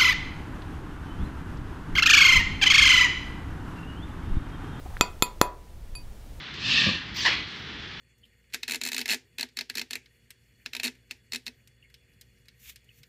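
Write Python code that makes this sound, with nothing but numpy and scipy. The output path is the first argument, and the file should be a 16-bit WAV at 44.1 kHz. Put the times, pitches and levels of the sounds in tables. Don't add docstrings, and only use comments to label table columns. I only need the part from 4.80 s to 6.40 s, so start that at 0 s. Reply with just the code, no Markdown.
import sys
import numpy as np
from scipy import signal
from scipy.fft import rfft, irfft, next_fast_len
from scipy.io import wavfile
from scipy.ndimage import uniform_filter1d, map_coordinates

SR = 44100
rng = np.random.default_rng(int(sys.argv[2]) if len(sys.argv) > 2 else 0)


def undo_db(level):
    steps = np.asarray(level, float) / 20
    return 10 ** steps


def output_pcm(signal):
    pcm = np.clip(np.atleast_2d(signal).T, -1, 1) * 32767
    wavfile.write(sys.argv[1], SR, np.round(pcm).astype(np.int16))


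N = 70560

# start in seconds, chatter level in dB, contact length in seconds,
# push level in dB, rebound level in dB.
BLOWS = [
    (.21, -3, .0016, -20, -12.5),
    (0.4235, -1.5, 0.001496, -18.5, -12),
    (.614, -3, 0.001238, -3, -3),
    (1.1524, -30, 0.00008, -66.5, -66),
]
# slips per second, fade of the slips in dB per 0.33 ms,
# ring time of the bar against a light grip as a factor, room level in dB.
SKIDS = [(1753, 2, 0.81, -14), (1895, 3, 0.87, -16.5), (3080, 34, 1.27, -17), (4000, 1.1, 1.3, -13.5)]
# pitch in Hz, time to fall 60 dB in seconds.
BAR_MODES = [(985, .27), (2508, 0.12), (4621, 0.14), (7311, 0.065), (10575, 0.084), (14195, 0.12)]
BAR_LEVELS = [(-28, -28, -21.5, -58), (-20.5, -23, -32, -42), (-27, -32.5, -41, -38),
              (-22, -22, -28, -48.5), (-35, -24.5, -29.5, -41), (-51, -34, -40, -62)]
# pitch in Hz, time to fall 60 dB in seconds.
HEAD_MODES = [(1320, 0.025), (1900, 0.0076), (3450, 0.0065), (4180, 0.015), (5130, 0.0082), (5900, 0.014),
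              (6900, 0.0083), (11400, 0.0061), (12800, 0.0084)]
HEAD_LEVELS = [(-9, -8.5, -9, -45), (-23.5, -28.5, -23, -64), (-7, -2, -8, -56), (-12.5, -12, -11.5, -56),
               (-17, -12.5, -20, -66), (-16, -29, -16.5, -62), (-7.5, -5, -6.5, -45),
               (-21, -16, -11.5, -35), (-20, -11, -8.5, -45)]
# start in seconds, level in dB, pitch in Hz, time to fall 60 dB in seconds.
TICKS = [(0.0567, -29.5, 296, 0.02), (.061, -36, 756, 0.036), (.15, -33, 1600, 0.0037),
         (0.1685, -15.5, 1650, 0.0029), (0.1742, -36, 3600, 0.0027), (0.2383, -24, 900, 0.0072)]
# frequency in Hz, time to fall 60 dB in seconds.
ROOM_DECAY = [(150, 0.19), (500, 0.4764), (1300, 0.31), (4000, 0.22), (12000, 0.17)]
# frequency in Hz, level in dB.
ROOM_COLOUR = [(100, -6), (500, 2.5), (1400, -1), (3000, -2.5), (6000, -3.5), (9000, -4), (15000, -5.5)]
# frequency in Hz, level in dB per Hz.
RUMBLE_COLOUR = [(8.8, -10), (15, 12), (70, 4), (140, -9), (184, -14.5), (300, -43), (390, -39),
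                 (660, -120)]
# frequency in Hz, level in dB per Hz.
HISS_COLOUR = [(120, -7), (200, -2), (979, -12), (1070, -14.5), (1180, -15), (14200, -27.5), (15600, -28),
               (16500, -69)]
DUCK_DB = (3.6, 1.5, 3.5)

LINGER_DB, LINGER_T60_TIMES, LINGER_HZ = -16.5, 1.7, 3.7
BUILD = 2.2
SLIP_SCATTER, SLIP_CUTOFF_HZ = 0.17, 5570
SWELL_S = 0.0004
CHOKE_DB, CHOKE_S = -6.5, 0.00064
PUSH_CUTOFF_HZ, REBOUND_S = 3770, 0.00039
SPRING_HZ, SPRING_WIDTH_HZ, SPRING_DB = 1240, 1500, 0.5
ROOM_LAG_S, BAR_ROOM_DB = 0.004, -4.5
FAR_S = 0.0019
RUSTLE_START_S, RUSTLE_END_S, RUSTLE_DB, RUSTLE_HZ = 0.049, 0.18, -56.5, 900
RUMBLE_DB, HISS_DB = -41.5, -54.5
START_DB, RECOVER_DB_PER_S = 3, 4.5
DIP_DB, DIP_S = 1.5, 0.12
CEILING, TOP_HZ = 0.82, 16100


def taps():
    out = np.zeros(N)
    t = np.arange(SR // 2) / SR
    for blow, skid, shake, reach in zip(BLOWS, SKIDS, np.transpose(HEAD_LEVELS), np.transpose(BAR_LEVELS)):
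        start, chatter_db, length, push_db, rebound_db = blow
        rate, fade_db, free, room_db = skid
        struck = undo_db(chatter_db) * slips(length, rate, fade_db, t)
        struck = struck - mallet_head(length, shake, t) + push(length, push_db, rebound_db, t)
        bar = ringing_bar(reach, free, t)
        crack = struck * np.exp(-np.maximum(t - length, 0) / FAR_S)
        answer = undo_db(room_db) * room(crack + undo_db(BAR_ROOM_DB) * bar)
        add(out, start, struck + bar * np.minimum(t / length / BUILD, 1) + answer)
    return out


def slips(length, rate, fade_db, t):
    chance = rng.standard_normal((24, 2))
    k = np.arange(24)
    at = np.abs(k + SLIP_SCATTER * chance[:, 0] * (k > 0)) / rate
    height = -undo_db(0.5 * chance[:, 1] - fade_db * at / 0.00033) * (at <= length)
    clicks = np.bincount((at * SR).astype(int), height, len(t))
    clicks = filtered(clicks, lambda f: 1 / (1 + 1j * f / SLIP_CUTOFF_HZ) ** 3)
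    return clicks / np.abs(clicks).max()


def mallet_head(length, shake, t):
    head = sum(ring(hz, db, t60, t) for (hz, t60), db in zip(HEAD_MODES, shake))
    head = head * (1 - np.exp(-t / SWELL_S))
    late = np.maximum(t - length, 0)
    return head * undo_db(CHOKE_DB * (1 - np.exp(-(late / CHOKE_S) ** 2)))


def push(length, push_db, rebound_db, t):
    pressing = -undo_db(push_db) * t / length
    rebound = undo_db(rebound_db) * np.exp(-np.maximum(t - length, 0) / REBOUND_S)

    def spring(f):
        shiver = undo_db(SPRING_DB) * peak(f, SPRING_HZ, SPRING_WIDTH_HZ)
        return 1 / (1 + 1j * f / PUSH_CUTOFF_HZ) ** 2 + shiver

    return filtered(np.where(t < length, pressing, rebound), spring)


def ringing_bar(reach, free, t):
    bar = np.zeros(len(t))
    for (hz, t60), db in zip(BAR_MODES, reach):
        bar += ring(hz, db, t60 * free, t)
        bar += ring(hz + LINGER_HZ, db + LINGER_DB, t60 * free * LINGER_T60_TIMES, t)
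    return bar


def room(x):
    hz, t, z = signal.stft(rng.standard_normal(SR // 2), SR, nperseg=256)
    level_db = along(ROOM_COLOUR, hz)[:, None] - 60 * t / along(ROOM_DECAY, hz)[:, None]
    tail = signal.istft(z * undo_db(level_db), SR, nperseg=256)[1]
    tail = np.pad(tail, (round(ROOM_LAG_S * SR), 0))
    return signal.fftconvolve(x, tail / np.linalg.norm(tail))[:len(x)]


def handling():
    t = np.arange(N) / SR
    unevenness = unit(uniform_filter1d(rng.standard_normal(N), size=300))
    grains = rng.standard_normal(N) * undo_db(2 * unevenness)
    out = undo_db(RUSTLE_DB) * unit(filtered(grains, lambda f: peak(f, RUSTLE_HZ, RUSTLE_HZ) ** 2))
    out = out * (t > RUSTLE_START_S) * (t < RUSTLE_END_S)
    for start, db, hz, t60 in TICKS:
        tick = ring(hz, db, t60, t) * np.minimum(t * hz, 1)
        add(out, start, tick[:SR // 10])
    return out


def air():
    swell = map_coordinates(rng.standard_normal(40), [np.arange(N) * 7.71 / SR])
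    rumble = undo_db(RUMBLE_DB + 2.7 * swell) * coloured_noise(RUMBLE_COLOUR)
    return rumble + undo_db(HISS_DB) * coloured_noise(HISS_COLOUR)


def coloured_noise(colour):
    return unit(filtered(rng.standard_normal(N), lambda f: undo_db(along(colour, f))))


def ring(hz, db, t60, t):
    return undo_db(db - 60 * t / t60) * np.sin(2 * np.pi * hz * t)


def peak(f, hz, width):
    return 1j * f * width / (hz * hz - f * f + 1j * f * width)


def filtered(x, response):
    m = next_fast_len(len(x) + SR // 2)
    return irfft(rfft(x, m) * response(np.fft.rfftfreq(m, 1 / SR)), m)[:len(x)]


def along(points, hz):
    f, v = np.transpose(points)
    return np.interp(np.log(hz + 1), np.log(f + 1), v)


def unit(x):
    return x / np.sqrt(np.mean(x ** 2) + 1e-20)


def add(track, start, sound):
    piece = track[round(start * SR):][:len(sound)]
    piece += sound[:len(piece)]


def scene():
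    return (taps() + handling() + air())[None]


def low_pass(x):
    return signal.sosfilt(signal.butter(12, 16830, fs=SR, output="sos"), x)


def record(dry):
    t = np.arange(N) / SR
    gain_db = START_DB + RECOVER_DB_PER_S * t
    for blow, duck_db in zip(BLOWS, DUCK_DB):
        gain_db = gain_db - duck_db * (t > blow[0] + 0.003)
    since = t - BLOWS[2][0] - 0.003
    dip_db = DIP_DB * (since > 0) * np.exp(-np.abs(since) / DIP_S)
    x = dry[0] * undo_db(gain_db - dip_db)
    x = x / (1 + np.abs(x / CEILING) ** 8) ** (1 / 8)
    x = signal.sosfilt(signal.butter(10, TOP_HZ, fs=SR, output="sos"), x)
    return low_pass(x[None])


dry = scene()
out = record(dry)
output_pcm(out)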